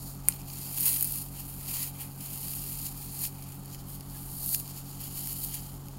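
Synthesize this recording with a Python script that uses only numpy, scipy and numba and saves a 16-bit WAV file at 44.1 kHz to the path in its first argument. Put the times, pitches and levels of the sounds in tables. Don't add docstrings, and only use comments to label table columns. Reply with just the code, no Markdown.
import sys
import numpy as np
from scipy import signal
from scipy.fft import rfft, irfft
from scipy.io import wavfile
from scipy.ndimage import uniform_filter1d
from numba import njit

SR = 44100
rng = np.random.default_rng(int(sys.argv[2]) if len(sys.argv) > 2 else 0)


def unload_wav(signal):
    wavfile.write(
        sys.argv[1],
        SR,
        np.round(np.clip(np.atleast_2d(signal).T, -1, 1) * 32767).astype(np.int16),
    )


N = 263718
T = np.arange(N) / SR

# centre in Hz, width in
# Hz, level in dB against the other rows.
BRIGHT_MODES = [(8430, 690, -10), (9530, 1100, -1.5), (10960, 1080, -1), (12160, 1650, 0), (14100, 1150, 0.5),
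                (15600, 1300, -6)]


def undb(db):
    return 10 ** (np.asarray(db) / 20)


def unit(x):
    return x / np.sqrt(np.mean(x ** 2))


def burst(x, db):
    return undb(db) * x * np.sqrt(SR / 1000) / np.linalg.norm(x)


def walk(rate):
    step = max(int(SR / rate), 2)
    held = np.repeat(rng.standard_normal(N // step + 1), step)
    return unit(uniform_filter1d(held, step)[:N])


def ringing(modes):
    bins_hz = np.arange(1025) * SR / 2048
    power = sum(undb(db) ** 2 / (1 + (2 * (bins_hz - hz) / width) ** 2) ** 2 for hz, width, db in modes)
    cepstrum = irfft(np.log(power) / 2)
    cepstrum[1:1024] *= 2
    cepstrum[1025:] = 0
    response = irfft(np.exp(rfft(cepstrum)))[:512]
    return response / np.linalg.norm(response)


def through(x, response):
    return signal.fftconvolve(x, response)[:N]


@njit
def resonate(x, hz, width):
    y, band, low = np.empty(len(x)), 0., 0.
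    for i in range(len(x)):
        g, k = np.tan(np.pi * hz[i] / SR), width / hz[i]
        v = (band + g * (x[i] - low)) / (1 + g * (g + k))
        band, low, y[i] = 2 * v - band, low + 2 * g * v, k * v
    return y


def add(out, s, sound):
    i = int(s * SR)
    out[i:i + len(sound)] += sound[:N - i]


def fractures(rate, spread_db):
    hit = rng.random(N) < rate / SR
    size = undb(spread_db * np.minimum(rng.exponential(size=N), 4))
    sign = rng.choice([-1, 1], N)
    return unit(hit * size * sign / np.sqrt(rate))


def scatter(breaks, decay_s, trail_db):
    keep = np.exp(-1 / (decay_s * SR))
    power = signal.lfilter([1 - keep], [1, -keep], breaks ** 2)
    return breaks + undb(trail_db) * np.sqrt(power) * rng.standard_normal(N)


def rupture(run_s, after_db):
    t = T[:600]
    run = rng.standard_normal(len(t)) * np.exp(-t / run_s) * (1 - np.exp(-t / 0.00047))
    push = undb(after_db) * run / np.linalg.norm(run)
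    push[0] = 1
    return push


def air():
    # frequency in Hz, relative density in dB per Hz.
    spectrum = [(22, -3.5), (43, -1), (85, -4), (125, -10.5), (168, -1.5), (205, -4), (245, -7.5),
                (275, -6.5), (310, -10), (400, -10), (510, -18), (620, -15.5), (820, -8), (1020, -16),
                (1200, -14.5), (1700, -26), (6000, -31.5), (16000, -28.5)]
    air_db = -51
    hz, db = np.transpose(spectrum)
    noise = rfft(rng.standard_normal(N))
    bins_hz = np.maximum(np.arange(len(noise)) * SR / N, 1)
    colour = undb(np.interp(np.log(bins_hz), np.log(hz), db))
    return undb(air_db) * unit(irfft(noise * colour, N))


def drones():
    # pitch in Hz, typical rms level in dB.
    tones = [(20.6, -65), (40.1, -59), (338.5, -69.5), (401, -74), (619, -84.5), (818, -75.5)]
    out = np.zeros(N)
    for hz, db in tones:
        level = undb(db + 2.3 * walk(rate=3.17))
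        out += np.sqrt(2) * level * np.sin(2 * np.pi * (hz * T + rng.random()))
    return out


def motor():
    # multiple of the shaft rate, rms level in dB before throb and swell,
    # lower and upper sideband in dB against the harmonic.
    harmonics = [(1, -55, -32, -36), (2, -54, -31, -11.5), (3, -45.5, -43, -48), (4, -57.5, -7, -1),
                 (5, -67, -17, 2), (6, -57, -60, -5.5), (9, -82, -8, -32), (12, -72, -34, -14)]
    shaft_hz, mains_hz = 46.085, 50.043
    aligned_s, swell_hz = .056, .73
    since = T - aligned_s
    throb = np.exp(2j * np.pi * 2 * (mains_hz - shaft_hz) * since)
    swell = 1 + 0.76 * np.exp(2j * np.pi * swell_hz * since)
    out = 0
    for k, db, lower_db, upper_db in harmonics:
        level = undb(db + 0.1 * walk(rate=3.1))
        line = level * np.exp(2j * np.pi * (k * shaft_hz * T + rng.random()))
        line = line * (1 + undb(lower_db) / throb + undb(upper_db) * throb)
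        out = out + line * (swell if k == 1 else 1)
    return np.sqrt(2) * out.real


def squeaks():
    # start in seconds, length in seconds, starting pitch in Hz,
    # level in dB of the fundamental at its peak, ahead of the room.
    slips = [(4.138, .04, 1720, -60), (4.245, .05, 1670, -65)]
    out = np.zeros(N)
    for s, length_s, hz, db in slips:
        t = T[:int(length_s * SR)]
        glide = 1 - 0.056 * t / length_s + 0.015 * walk(rate=600)[:len(t)]
        phase = 2 * np.pi * np.cumsum(hz * glide) / SR
        tone = np.sin(phase) + 0.44 * np.sin(2 * phase)
        add(out, s, undb(db) * np.sin(np.pi * t / length_s) * tone)
    return out


def snap():
    # centre in Hz, width in Hz, level in dB against the other rows.
    snap_modes = [(880, 260, -14.5), (1470, 1300, -20.5), (2370, 760, -12.5), (4900, 1300, -27),
                  (7130, 470, -8), (8300, 1100, -4), (9190, 730, 4), (11500, 1640, 3), (13600, 2200, -12)]
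    tick = np.convolve(rupture(run_s=0.0017, after_db=-9.0), ringing(snap_modes))
    out = np.zeros(N)
    add(out, .2856, burst(tick, db=-6.5))
    return out


def cracks(press_db):
    # start in seconds, level over one millisecond in dB ahead of the room,
    # share of dull ringing in dB against the bright.
    thick = [(0.3234, -35.5, 12), (0.4168, -43, 3), (0.5008, -37.5, 15), (0.7758, -24.5, -8),
             (0.8079, -18, -20), (0.8568, -16, -16), (0.8636, -18, -16), (0.8908, -21, -17),
             (0.9302, -22, -14), (1.0096, -18.5, -18), (1.0262, -14, -21), (1.0306, -22, -19),
             (1.0448, -19, -23), (1.0497, -25, -17), (1.0736, -25, -22), (1.1226, -23, -18),
             (1.1578, -25, -16), (2.483, -34, 1), (2.5353, -30.5, -7), (2.8655, -30, -5), (3.2525, -29, 1),
             (3.2724, -33, -10), (3.658, -37.5, -15), (3.7468, -36.5, 1), (4.0083, -35, -6),
             (4.461, -24, -21), (4.4914, -23, -22), (4.5304, -23, -19), (4.547, -16.5, -5.5),
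             (4.6004, -29, -7.5), (4.6777, -34, -7), (5.2731, -26, -13), (5.3293, -27, -21),
             (5.4465, -25.5, -21), (5.543, -29, -13), (5.8845, -38, -6)]
    # centre in Hz, width in Hz, level in dB against the other rows.
    chunk_modes = [(1300, 840, -16), (2760, 970, 1), (4840, 1300, 5), (6640, 660, 5.5)]
    bright, dull = ringing(BRIGHT_MODES), ringing(chunk_modes)
    thin_per_s, above_press_db, spread_db = 36, 1, 2
    thin_dull_db, dull_spread_db = -15, 5
    times = rng.random(int(thin_per_s * N / SR)) * T[-1]
    thin = []
    for s in times:
        size, colour = rng.standard_normal(2)
        db = np.interp(s, T, press_db) + above_press_db + spread_db * size
        thin.append((s, db, thin_dull_db + dull_spread_db * colour))
    out = np.zeros(N)
    for s, db, dull_db in [*thick, *thin]:
        push = rupture(run_s=.001 * undb(.2 * dull_db), after_db=-2)
        add(out, s, burst(np.convolve(push, bright + undb(dull_db) * dull), db))
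    return out


def squeezing():
    # full pressure at this many seconds, build-up, hold and release in
    # seconds, level in dB of fine cells breaking, then of crumbs rubbing and of lumps crunching in dB
    squeezes = [(0.002, .11, 0.098, 0.13, -45, -8, -28), (0.292, 0.065, .005, 0.2, -41.5, -9, -13.5),
                (0.537, 0.18, 0.2, 0.59, -42, -8.5, -16.5), (0.848, 0.17, 0.034, 0.3, -25.5, -13.5, -21.5),
                (1.027, .35, 0.19, 0.053, -36.5, -13, -24), (1.376, 0.089, 0.018, 0.15, -41.5, -9, -15),
                (1.498, 0.2, .02, 0.2, -44, -13.5, -20), (1.687, 0.13, .16, 0.08, -34.5, -9.5, -16.5),
                (2.015, 0.12, 0.012, .07, -39, -12.5, -13.5), (2.228, .068, .005, 0.45, -42, -10.5, -15.5),
                (2.441, .43, .29, 0.32, -38.5, -11, -19.5), (2.864, 0.12, .003, 0.038, -34, -8.5, -21.5),
                (3.028, 0.45, 0.011, .45, -42.5, -9, -18), (3.237, 0.13, .014, .052, -30, -11, -21),
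                (3.41, .32, .13, 0.16, -49.5, -10.5, -13), (3.728, 0.12, .01, 0.22, -50, -5, -14),
                (3.924, .12, .024, 0.072, -44.5, -12.5, -21), (4.158, 0.14, .008, 0.35, -45, -11.5, -17),
                (4.546, .34, 0.0046, 0.084, -29.5, -12.5, -29), (4.786, 0.38, .006, .07, -44, -6.5, -16),
                (4.894, .18, .01, .06, -47, -5.5, -18), (5.04, .18, .013, .13, -41, -8.5, -15),
                (5.165, .083, .17, 0.3, -38, -10.5, -19.5), (5.437, 0.14, .003, 0.12, -35, -11, -25),
                (5.548, 0.082, .003, .075, -36.5, -8, -14), (5.626, .21, .05, .29, -48.5, -10, -16)]
    fade_db = 20

    def powers(cells_db, crumbs_db, lumps_db):
        return undb(cells_db + np.array([[0], [crumbs_db], [lumps_db]])) ** 2

    total = powers(cells_db=-57, crumbs_db=-5, lumps_db=-15)
    for s, build_s, hold_s, release_s, *levels in squeezes:
        before = np.maximum(s - T, 0) / build_s
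        after = np.maximum(T - s - hold_s, 0) / release_s
        slack = np.minimum(before + after, 10)
        total = total + powers(*levels) * undb(-fade_db * slack) ** 2
    return 10 * np.log10(total)


def crumbling(press_db, crumb_db, lump_db):
    # centre in Hz, width in Hz, level in dB against the other rows.
    crumb_modes = [(4493, 950, 0.5), (5300, 1330, -5), (6965, 1140, 1.5), (8000, 1400, -7.5)]
    lump_modes = [(1810, 790, 1.5), (2435, 970, 5), (3160, 650, 8)]
    block_modes = [(1060, 400, 3.5), (1400, 720, 0), (2010, 330, 7.5)]
    # time in seconds, resonance in Hz.
    hollow = [(0, 2620), (1.6, 2700), (2.0, 2530), (2.6, 2830), (3.0, 2550), (3.5, 2560), (3.9, 3050),
              (4.55, 2700), (5.0, 2880), (5.98, 3030)]
    rate = 3600 * undb(.55 * (press_db + 40))
    avalanche = unit(undb(1.26 * walk(rate=280) + 1.14 * walk(rate=67)))
    shared = fractures(rate, spread_db=4.0)

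    def pieces(modes):
        breaks = (shared + 1.15 * fractures(rate, spread_db=2.5)) * avalanche
        return unit(through(scatter(breaks, decay_s=0.004, trail_db=-5.0), ringing(modes)))

    cells, crumbs = pieces(BRIGHT_MODES), pieces(crumb_modes)
    lumps, block = pieces(lump_modes), pieces(block_modes)
    hollow_hz = np.interp(T, *np.transpose(hollow))
    cupped = unit(resonate(lumps, hollow_hz, 460.0))
    lumps = unit(lumps + undb(1) * cupped)
    block_db = -5 + 0.43 * (lump_db + 45.5)
    body = lumps + undb(block_db) * block
    return undb(press_db - 0.5) * cells + undb(crumb_db + 0.38) * crumbs + undb(lump_db + 0.24) * body


def room(x, t60, wet_db):
    # delay in seconds, level in dB against the direct sound.
    echoes = [(.00135, -26), (.0029, -18), (.0047, -18.5)]
    t = T[:SR // 2]
    tail = rng.standard_normal(len(t)) * np.exp(-np.log(1000) * t / t60) * (t > .003)
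    response = undb(wet_db) * tail / np.linalg.norm(tail)
    response[0] = 1
    for s, db in echoes:
        add(response, s, undb([db]))
    return through(x, response / np.linalg.norm(response))


def scene():
    press_db, crumb_db, lump_db = squeezing()
    foam = crumbling(press_db, crumb_db, lump_db) + cracks(press_db) + snap() + squeaks()
    background = motor() + drones() + air()
    return (room(foam, t60=0.19, wet_db=-19.5) + background)[None]


def record(dry):
    top_hz = 15800
    low_pass = signal.ellip(14, .1, 75, top_hz, fs=SR, output="sos")
    return signal.sosfilt(low_pass, np.clip(dry, -1, 1))


dry = scene()
out = record(dry)
unload_wav(out)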